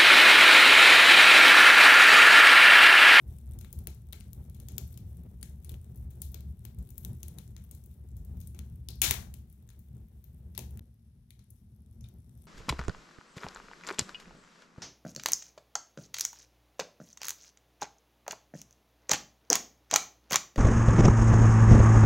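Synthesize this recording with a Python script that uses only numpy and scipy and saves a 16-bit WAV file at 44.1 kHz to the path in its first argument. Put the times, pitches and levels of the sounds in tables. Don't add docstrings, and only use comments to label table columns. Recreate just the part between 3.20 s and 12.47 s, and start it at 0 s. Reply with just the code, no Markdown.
import sys
import numpy as np
from scipy import signal
from scipy.fft import rfft, irfft, next_fast_len
from scipy.io import wavfile
from scipy.ndimage import uniform_filter1d, minimum_filter1d

SR = 44100
rng = np.random.default_rng(int(sys.argv[2]) if len(sys.argv) > 2 else 0)


def persist_wave(psi):
    counts = np.round(np.clip(psi, -1, 1) * 32767).astype(np.int16)
    wavfile.write(sys.argv[1], SR, np.atleast_2d(counts).T)


N = 408789
TIME = np.arange(N) / SR
DROPOUT_AT_S, DROPOUT_LENGTH_S = 7.597, .011

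# (time [s], level referred to 1 ms [dB], tilt [dB/octave],
# decay time of the tearing [ms], centre of a broad lift in the crack's tone [Hz], its gain [dB]);
# at 1500 Hz the lift gives bright cracks body
STEAM_BURSTS = [(0.1855, -46.5, 3.5, 1.3, 8800.0, 7), (0.3887, -35, 9.5, 1.4, 5600.0, 6),
                (0.4107, -39.5, 1.5, 1.7, 7700.0, 4), (0.4465, -43.5, 0.5, 1.6, 2100.0, 7.5),
                (0.528, -27, 10.5, 2.3, 13800.0, 0), (0.5889, -40, 6, 2.5, 1500.0, 3),
                (0.6716, -24.5, 2.5, 0.89, 13800.0, 2.5), (0.747, -43.5, 11, 1.8, 8100.0, 5),
                (0.9261, -34.0, 1, 2.1, 14500.0, 7), (0.9306, -32.5, 0.0, 1.7, 13800, 3),
                (1.003, -44, 1, 0.58, 8600, 14), (1.008, -41.5, -0.5, 1.3, 5600.0, 4),
                (1.1318, -33, 8, 0.98, 13300, 6.0), (1.298, -46, 2, 1.1, 10300.0, 5),
                (1.346, -46.5, 2.5, 5.2, 13800.0, 3), (1.4005, -39.5, 3, 1.7, 5400.0, 4),
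                (1.4856, -33.5, 3.5, 2.1, 6960, 6), (1.52, -43, 5, 1.3, 9300.0, 4),
                (1.5815, -18.5, 5.5, 0.82, 3700.0, 0), (1.729, -45, 7, 1.4, 14500.0, 8.0),
                (1.742, -49, 4, 2.5, 4400.0, 5), (1.7753, -34.5, 3.5, 1.1, 14500.0, 6),
                (2.212, -45.5, 4, 2.9, 9400.0, 10), (2.2288, -31.5, 3.5, 2.9, 9000.0, 4),
                (2.446, -36.5, 4, 2.5, 10700, 4), (2.4934, -31.5, 5.5, 2.2, 3160, 6.5),
                (2.518, -42, 9, 1.5, 1800.0, 9), (2.542, -44, -2, 0.26, 6630, 6),
                (2.758, -43.5, 8, 6.6, 14000.0, 8), (2.9048, -42, 9, 6.5, 1500.0, 13),
                (3.0185, -23, 8.5, 2.6, 3900.0, 2.0), (3.118, -37.5, 13, 3.8, 1500.0, 5.0),
                (3.1443, -31.5, 1, 1.4, 13600.0, 6), (3.207, -43.5, 3, 1.4, 14500.0, 1),
                (3.4519, -33.5, 1.5, 1.4, 14500.0, 10), (3.587, -45.5, 4.5, 3, 7700.0, 8),
                (3.69, -46, 4, 2.4, 14500.0, 3.0), (3.7043, -36.5, 10, 2.4, 1500.0, 7.0),
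                (3.78, -25, 12, 2.1, 1500.0, 9), (3.849, -24.5, 5.5, 1.16, 5170, -0.5),
                (4.031, -28.5, 6, 1.8, 2500.0, 1.5), (4.0826, -33, 4.5, 1, 9900, -1),
                (4.1853, -33.5, 2.5, 1.8, 13800.0, 5), (4.3652, -42.0, -3, 1.2, 6600, 6),
                (4.512, -34, 6.5, 2.1, 7440, 4.5), (4.549, -39.5, 7.5, 3.2, 9400.0, 4),
                (4.639, -44, 10.0, 3.6, 1800.0, 7), (4.6603, -37, 15.5, 2.1, 7300.0, -1),
                (4.967, -39.5, 9.5, 4.1, 6130, 4.0), (5.049, -44, 8.5, 3.3, 1500.0, 4.0),
                (5.2035, -40.5, 5.5, 3.0, 14200.0, 8.0), (5.214, -43, 5, 2.5, 6800.0, 4.0),
                (5.273, -36.5, 9, 2.4, 9600, 7.5), (5.3472, -47.5, -2, 2.8, 13900.0, 9.0),
                (5.3909, -36.5, -1.0, 0.9, 6640, 2), (5.687, -28.5, 3.5, 2.2, 4900, 11.5),
                (5.705, -37.5, 5, 2, 4300.0, 10), (5.756, -42.5, 13.5, 1.5, 1500.0, 14),
                (5.818, 0, 3.5, 1.17, 3000.0, 3), (5.828, -16.5, 12, 3.8, 1700.0, 12.0),
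                (5.8346, -14.5, 2.0, 15.4, 5700.0, 3.5), (5.9098, -3.5, 0.5, 0.55, 14630, 3.5),
                (6.1403, -34.5, 3, 1.85, 11100, 4), (6.2993, -50, 8, 3.9, 9680, 7),
                (6.3262, -44, 15, 3.2, 1500.0, 5), (6.49, -48.5, 1, 1.9, 7200.0, 7),
                (6.503, -47.5, 0.0, 1.64, 1510, 3.0), (6.5914, -39.5, 15, 4.9, 4550, 0),
                (7.0411, -43.0, 2.5, 2.5, 13700, 13.5), (7.3499, -43, 0.0, 3.2, 5040, 6),
                (7.378, -21, 3.0, 1.34, 12200, 3.5), (7.3914, -30, 0.5, 0.71, 5900.0, 4.0),
                (7.5742, -42.5, 8, 0.63, 1500.0, 21), (7.5938, -42, -3, 0.11, 13060, 11),
                (8.1055, -38.5, 7.5, 1.7, 3200.0, 12), (8.1923, -51.0, -1.5, 3, 8790, 4.0),
                (8.3043, -34.0, 15.5, 2.4, 1500.0, 4), (8.8097, -48.0, 1.5, 1.9, 6480, 11),
                (8.841, -50, -0.5, 4.7, 3980, 5.5), (8.8872, -42, 6, 0.89, 14500.0, 10)]
# (frequency [Hz], relative level [dB])
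FLUTTER_SPECTRUM = [(150, -13.5), (260, -8), (300, -5.5), (350, 2), (440, -4.5), (560, -9.5), (780, -12.5),
                    (1100, -21.5), (2000, -27.5), (4000, -39.5), (9000, -54.5)]


def from_db(db):
    return 10 ** (np.asarray(db) / 20)


def unit_rms(x):
    return x / np.sqrt(np.mean(x ** 2) + 1e-20)


def steadied(x, span_s):
    return x / np.sqrt(uniform_filter1d(np.mean(x ** 2, axis=0), int(span_s * SR)) + 1e-20)


def in_time(rows):
    return np.interp(TIME, *np.transpose(rows))


def at_hz(points, hz):
    known_hz, values = np.transpose(points)
    return np.interp(np.log(np.maximum(hz, 1)), np.log(known_hz), values)


def bins(size):
    return np.fft.rfftfreq(size, 1 / SR)


def colour(x, spectrum):
    cepstrum = irfft(np.log(from_db(at_hz(spectrum, bins(2048)))))
    fold = np.r_[1, np.full(1023, 2), 1, np.zeros(1023)]
    response = irfft(np.exp(rfft(cepstrum * fold)))
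    return signal.oaconvolve(x, response[None], axes=-1)[:, :x.shape[-1]]


def pan(db):
    ratio = from_db(db)
    return np.array([ratio, np.ones_like(ratio)]).reshape(2, -1) / np.sqrt(1 + ratio ** 2)


def drift(corner_hz):
    step, settle = 40, 2000
    pole = np.exp(-2 * np.pi * corner_hz * step / SR)
    white = rng.standard_normal(N // step + settle + 2)
    slow = signal.lfilter([1], [1, -2 * pole, pole * pole], white)[settle:]
    return np.interp(np.arange(N) / step, np.arange(len(slow)), unit_rms(slow))


def air_noise():
    # (frequency [Hz], coherence [0-1])
    coherence = [(60, 1), (180, 1), (290, 0.96), (640, 0.4), (1400, 0.27), (3000, 0), (15000, 0.3)]
    # (frequency [Hz], left over right [dB])
    balance = [(60, 1.2), (120, 1.2), (250, 3.1), (700, 2), (2400, 2.2), (8000, 4.3)]
    size = next_fast_len(N, True)
    mid, side = rfft(rng.standard_normal((2, size)))
    hz = bins(size)
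    alike = np.clip(at_hz(coherence, hz), 0, .995)
    ears = np.sqrt(1 + alike) * mid + np.sqrt(1 - alike) * side * [[1], [-1]]
    return irfft(ears * pan(at_hz(balance, hz)))[:, :N]


def firebox(x, band_hz=(41, 270)):
    # (frequency [Hz], bandwidth [Hz], gain [dB])
    air_modes = [(46.3, 12, -6.5), (69, 10, 1.5), (84, 12, -5), (114.6, 18, -7.5), (149.6, 16, -11.5),
                 (166, 17, -12.5), (200.6, 12, -13), (225, 19, -16)]
    out = 0
    for k, (hz, width_hz, db) in enumerate(air_modes):
        radius = np.exp(-np.pi * width_hz / SR)
        forward = np.array([1, 0, -1]) * (1 - radius ** 2) / 2
        feedback = [1, -2 * radius * np.cos(2 * np.pi * hz / SR), radius ** 2]
        out = out + (-1) ** k * from_db(db) * signal.lfilter(forward, feedback, x)
    return signal.sosfilt(signal.butter(2, band_hz, "band", fs=SR, output="sos"), out)


def draught(roar_share=.73, waver_db=0.53, rise_s=0.049, fall_s=0.05):
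    # (time [s], level [dB])
    airflow = [(0.7, -45.5), (0.95, -48), (1.3, -45.5), (1.85, -42.5), (2.15, -47.5), (3.0, -44.5),
               (3.75, -50), (4.2, -45), (4.77, -52.5), (4.92, -43.5), (5.3, -43.5), (5.7, -45),
               (6.05, -43.5), (6.35, -55), (6.65, -53), (7.05, -53), (7.56, -43.5), (7.7, -58),
               (8.3, -58.5), (8.75, -52), (9.27, -54)]
    # (time [s], level [dB])
    tongues = [(0.5, -67.5), (1.05, -72), (1.4, -68), (2.3, -68.5), (3.0, -66), (3.35, -69.5), (4.1, -70),
               (4.75, -72.5), (5.3, -68.5), (5.57, -71.5), (6.4, -75), (7.0, -76), (7.55, -67),
               (7.75, -80.5), (8.4, -79), (8.85, -70.5), (9.27, -74.5)]
    # (time [s], boom gain [dB], roar gain [dB], flutter gain [dB])
    flares = [(.07, 6, 2.5, 2), (.31, 7, 2, 2.5), (.61, 7.5, 5.5, 7), (1.2, 0, 4.5, 7.5), (1.58, -1, 5, 7),
              (1.9, -2, 2, 3.5), (2.03, -5, 6, 5), (2.28, 5.5, 1, -3), (2.5, 8, -1, 2.5),
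              (2.72, -4.5, 3, -0.5), (2.84, 7.5, 3.5, 1), (3.08, 6, -1.5, -6), (3.278, 9.5, 6, 1.5),
              (3.62, 9, 9, 7.5), (3.903, 9.5, 14, 9.5), (4.19, -14, 3.5, 8.5), (5.05, 3.5, -2.5, 8),
              (5.13, 4, 6, 7.5), (5.889, 8, 6.5, 2), (6.761, 5.5, 12, 8.5), (7.149, -2, 2, 0.5),
              (7.399, -5.5, 7.5, 2), (7.56, 2, 5, 3), (8.83, 6.5, 5.5, 1)]
    boom_db = in_time(airflow)
    roar_db = boom_db.mean() + roar_share * (boom_db - boom_db.mean())
    levels = np.array([boom_db, roar_db, in_time(tongues)]) + waver_db * drift(corner_hz=5.9)
    for s, *flare_db in flares:
        peak = int(s * SR)
        near = slice(max(peak - SR // 4, 0), peak + SR // 4)
        t = TIME[near] - s
        swell = np.exp(-(t / np.where(t < 0, rise_s, fall_s)) ** 2)
        levels[:, near] += np.outer(flare_db, swell)
    return levels


def flames(boom_gain_db=-2, roar_gain_db=-6, lumpy_db=2, flicker_db=2.5, split_hz=100):
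    lumps = drift(corner_hz=22)
    rumble = firebox(air_noise() * from_db(lumpy_db * lumps))
    crossover = [signal.butter(4, split_hz, kind, fs=SR, output="sos") for kind in ("low", "high")]
    boom, roar = (steadied(signal.sosfilt(band, rumble), span_s=0.18) for band in crossover)
    flutter = unit_rms(colour(air_noise(), FLUTTER_SPECTRUM) * from_db(flicker_db * lumps))
    boom_db, roar_db, flutter_db = draught()
    return (boom * from_db(boom_db + boom_gain_db) + roar * from_db(roar_db + roar_gain_db)
            + flutter * from_db(flutter_db))


def ticks(per_s, spread_db, decay_s, side_db, clump_db, low_hz, peak_db, high_hz=15000, scatter_db=4):
    # (frequency [Hz], gain [dB])
    sap_spectrum = [(700, -13.5), (1500, -8.5), (2600, -13), (3700, -5), (4500, -16), (5600, -8.5),
                    (7500, -8.5), (9800, -2.5), (12000, -5.5), (14000, 0), (16000, -6)]
    born = rng.random(N) < per_s * from_db(clump_db * drift(corner_hz=8)) / SR
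    sizes = from_db(spread_db * np.minimum(rng.exponential(1, N), 2.7)) * rng.choice([-1, 1], N)
    clicks = born * sizes * pan(side_db + scatter_db * rng.standard_normal(N))
    spot_count, out = 10, 0
    spot = rng.integers(0, spot_count, N)
    t = np.arange(256) / SR
    for k, hz in enumerate(np.linspace(low_hz, high_hz, spot_count)):
        resonance = [(hz / np.sqrt(2), 0), (hz, peak_db), (hz * np.sqrt(2), 0)]
        tick = colour(rng.standard_normal((2, len(t))) * np.exp(-t / decay_s), resonance)
        out = out + signal.oaconvolve(clicks * (spot == k), unit_rms(tick), axes=-1)[:, :N]
    return unit_rms(colour(out, sap_spectrum))


def sizzle(tick_db=1, fizz_db=0.5, room_db=-7, vigour_share=0.35):
    # (time [s], level [dB])
    boiling = [(0, -70), (0.85, -76.5), (1.5, -71), (2.1, -73), (3.4, -75), (4.05, -70.5), (4.85, -77.5),
               (5.25, -72.5), (5.6, -78.5), (7.2, -79.5), (7.57, -71.5), (7.64, -81), (8.6, -79),
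               (9.27, -74.5)]
    sparse = ticks(per_s=65, spread_db=5.6, decay_s=.0005, side_db=10, clump_db=5,
                   low_hz=7000, peak_db=8)
    fizz = ticks(per_s=900, spread_db=0.5, decay_s=.0016, side_db=17, clump_db=4,
                 low_hz=4500, peak_db=4.5)
    boil_db = in_time(boiling)
    tick_gain = from_db(tick_db + vigour_share * (boil_db - boil_db.mean()))
    reverberation = room(from_db(room_db) * sparse[:1])
    return from_db(boil_db) * (tick_gain * (sparse + reverberation) + from_db(fizz_db) * fizz)


def room(feed, build_s=0.002, hold_s=0.026, side_db=9.5):
    # (frequency [Hz], reverberation time T60 [s])
    decay_times = [(200, 0.91), (900, 0.42), (2500, 0.28), (6000, 0.31), (15000, 0.32)]
    # (frequency [Hz], gain [dB])
    room_spectrum = [(100, 0), (350, -1), (500, 2.5), (700, 3), (1100, 1), (1600, 4), (2250, 4.5),
                     (3100, 1), (4200, 1.5), (6000, -0.5), (10000, -5.5), (16000, -8.5)]
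    t = np.arange(int(.8 * SR)) / SR
    noise_spectrum = rfft(rng.standard_normal((2, len(t))))
    centres_hz, t60s = np.transpose(decay_times)
    tail = 0
    for centre_hz, t60 in zip(centres_hz, t60s):
        share = at_hz(np.c_[centres_hz, centres_hz == centre_hz], bins(len(t)))
        band = irfft(noise_spectrum * share, len(t))
        tail = tail + band * from_db(-60 * np.maximum(t - hold_s, 0) / t60)
    build_up = 1 - np.exp(-t / build_s)
    response = unit_rms(colour(tail * build_up, room_spectrum)) / np.sqrt(len(t))
    return pan(side_db) * signal.oaconvolve(feed, response, axes=-1)[:, :N]


def hiss(level_db=-81):
    # (frequency [Hz], relative level [dB])
    hiss_spectrum = [(200, 5.5), (1000, 5.5), (2500, 7), (5500, 1.5), (7700, -2.5), (10500, 6),
                     (13500, -1.5), (16000, -1.5)]
    return from_db(level_db) * unit_rms(colour(air_noise(), hiss_spectrum))


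def cracks(snap_db=5, rattle_db=-18.5, rattle_s=.006, fibre_s=.0004, rough_db=3.5, grain_db=1.5,
           pivot_hz=8000, shelf_hz=1800, lift_width_hz=1100):
    # (frequency [Hz], gain [dB])
    crack_spectrum = [(200, -2.5), (500, -12.5), (750, -5.5), (1050, -5.5), (1700, -4.5), (2300, -4),
                      (2900, -0.5), (3800, 1), (4900, -4.5), (6400, -0.5), (8000, -3.5), (10000, 0.5),
                      (14000, -1.5), (16000, -4)]
    size, count = 2048, len(STEAM_BURSTS)
    t, hz = np.arange(size) / SR, bins(size)[1:]
    direct, feed = np.zeros((2, N + size)), np.zeros((1, N + size))
    noises = rng.standard_normal((count, 2, size))
    grain_hz = np.geomspace(700, 16000, 14)
    grains = grain_db * rng.standard_normal((count, len(grain_hz)))
    yielding = rng.standard_normal((count, size))
    sides_db = 15.5 + 1.5 * rng.standard_normal(count)
    snap = from_db(snap_db) * 2 * (np.arange(size) == 2)
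    rattle = from_db(rattle_db) * np.exp(-t / rattle_s)
    for k, (s, db, tilt, tear_ms, lift_hz, lift_db) in enumerate(STEAM_BURSTS):
        tear = np.exp(-t * 1e3 / tear_ms)
        fibres = from_db(rough_db * np.interp(t, np.arange(size) * fibre_s, yielding[k]))
        burst = snap + noises[k] * fibres * (tear + rattle)
        slope = tilt * np.log2(np.maximum(hz, shelf_hz) / pivot_hz)
        lift = lift_db * np.exp(-.5 * ((hz - lift_hz) / lift_width_hz) ** 2)
        tone_db = at_hz(crack_spectrum, hz) + slope + lift + at_hz(np.c_[grain_hz, grains[k]], hz)
        paths = colour(np.vstack([burst, snap]), np.c_[hz, tone_db])
        energy = np.sum(paths ** 2, axis=1, keepdims=True)
        paths *= from_db(db) * np.sqrt(SR / 1000 / energy)
        room_db = -9 + 4 * np.log2(tear_ms) - 0.077 * tilt
        at = int(s * SR)
        direct[:, at:at + size] += paths[:2] * pan(sides_db[k])
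        feed[0, at:at + size] += paths[2] * from_db(room_db)
    return direct[:, :N], feed[:, :N]


def puffs(gain_db=-43, growth=0.057, tilt_loss=1.5, fade_s=0.034, threshold_db=-28, softness_db=3):
    s, db, tilt = np.transpose(STEAM_BURSTS)[:3]
    gas = from_db(gain_db + growth * db - tilt_loss * np.maximum(tilt, 0))
    holdback = 1.5 + np.exp((threshold_db - db) / softness_db)
    jolts = np.zeros(N)
    jolts[(s * SR).astype(int)] = gas / holdback
    swell = signal.lfilter([1], [1, -np.exp(-1 / (fade_s * SR))], jolts + 1e-18)
    return swell * unit_rms(colour(air_noise(), FLUTTER_SPECTRUM))


def wall_echo(x, delay_s=0.031, level_db=-23):
    return from_db(level_db) * np.pad(x, [(0, 0), (int(delay_s * SR), 0)])[:, :N]


def splinters(rise_s=0.00041, side_db=11):
    # (time [s], frequency [Hz], level of the decay envelope [dB], T60 [s])
    splinter_modes = [(0.4108, 1770, -48, .008), (0.4466, 1700, -34.5, 0.0039), (0.4471, 3820, -39, .007),
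                      (0.672, 3850, -35, 0.0045), (0.9307, 3800, -30.5, 0.0076), (0.9313, 1980, -41, 0.011),
                      (1.4858, 3360, -42, .007), (1.5818, 4040, -27, 0.0049), (2.229, 9800, -12.5, 0.0021),
                      (2.2284, 4560, -32, 0.008), (2.2291, 1730, -32, 0.0026), (2.4934, 3530, -41.5, 0.014),
                      (2.4946, 3920, -52, .009), (3.0186, 7260, -26.5, 0.0052), (3.1446, 3740, -43, 0.0053),
                      (3.4507, 6300, -37, 0.006), (3.849, 3930, -34, 0.007), (3.849, 6200, -31, 0.0041),
                      (4.031, 6450, -31, 0.0055), (4.032, 3600, -45, 0.0048), (4.1851, 3840, -39.5, 0.013),
                      (4.1844, 1300, -40, 0.0025), (4.513, 8200, -36, 0.0058), (5.391, 3860, -34, 0.0049),
                      (5.818, 2430, -14, .002), (5.817, 3420, -19.5, .002), (5.817, 7000, -2.5, .002),
                      (5.837, 2480, -19, 0.0086), (5.9096, 3970, -10, 0.0044), (5.9097, 2306, -20, .003),
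                      (6.491, 1770, -50, .007), (6.491, 6500, -42.5, 0.006), (7.377, 3990, -26, 0.0067),
                      (7.379, 2030, -36, .007), (7.379, 2670, -39, 0.0067), (7.378, 945, -33.5, 0.0089),
                      (7.3913, 895, -37, .007), (7.3915, 2450, -33, 0.0068), (8.1065, 2080, -48, .012),
                      (8.107, 2420, -49, .012), (8.1064, 3610, -41, 0.006), (8.1067, 4400, -42, 0.006),
                      (8.106, 6020, -48, .007), (8.842, 3684, -43, 0.018), (8.843, 2430, -56, 0.035),
                      (8.859, 3620, -52, 0.022)]
    # (frequency [Hz], gain [dB])
    room_share = [(2400, -10), (3700, -14), (6000, -20)]
    pings, t = np.zeros((1, N)), np.arange(SR // 10) / SR
    rise = 1 - np.exp(-t / rise_s)
    for s, hz, db, t60 in splinter_modes:
        at = int(s * SR)
        pings[0, at:at + len(t)] += from_db(db - 60 * t / t60) * rise * np.sin(2 * np.pi * hz * t)
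    return pings * pan(side_db), colour(pings, room_share)


def limiter(x, ceiling_db=0, release_db_per_s=12000):
    excess_db = np.maximum(20 * np.log10(np.abs(x) + 1e-9) - ceiling_db, 0)
    release_db = release_db_per_s * TIME
    cut_db = np.maximum.accumulate(excess_db + release_db) - release_db
    return x * from_db(uniform_filter1d(minimum_filter1d(-cut_db, size=17), size=17))


def dulled_ending(fire):
    # (frequency [Hz], gain [dB])
    tone_change = [(30, 1), (50, 1.5), (70, -4), (105, 4), (145, -3), (240, 3.5), (310, -1), (1000, -1.5),
                   (2500, -4), (5500, 0.5), (7600, -3.5), (11000, 0.5), (14500, -7.5)]
    return np.where(TIME < DROPOUT_AT_S + DROPOUT_LENGTH_S / 2, fire, colour(fire, tone_change))


def scene():
    snaps, crack_feed = cracks()
    pings, ping_feed = splinters()
    reflections = wall_echo(snaps) + room(crack_feed + ping_feed)
    return dulled_ending(hiss() + flames() + puffs() + sizzle() + snaps + pings + reflections)


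def record(dry, cutoff_hz=15750):
    audible = (TIME < DROPOUT_AT_S) | (TIME > DROPOUT_AT_S + DROPOUT_LENGTH_S)
    gate = uniform_filter1d(audible.astype(float), size=64)
    limited = np.array([limiter(channel) for channel in dry * gate])
    return signal.sosfilt(signal.ellip(10, .1, 80, cutoff_hz, fs=SR, output="sos"), limited)


dry = scene()
out = record(dry)
persist_wave(out)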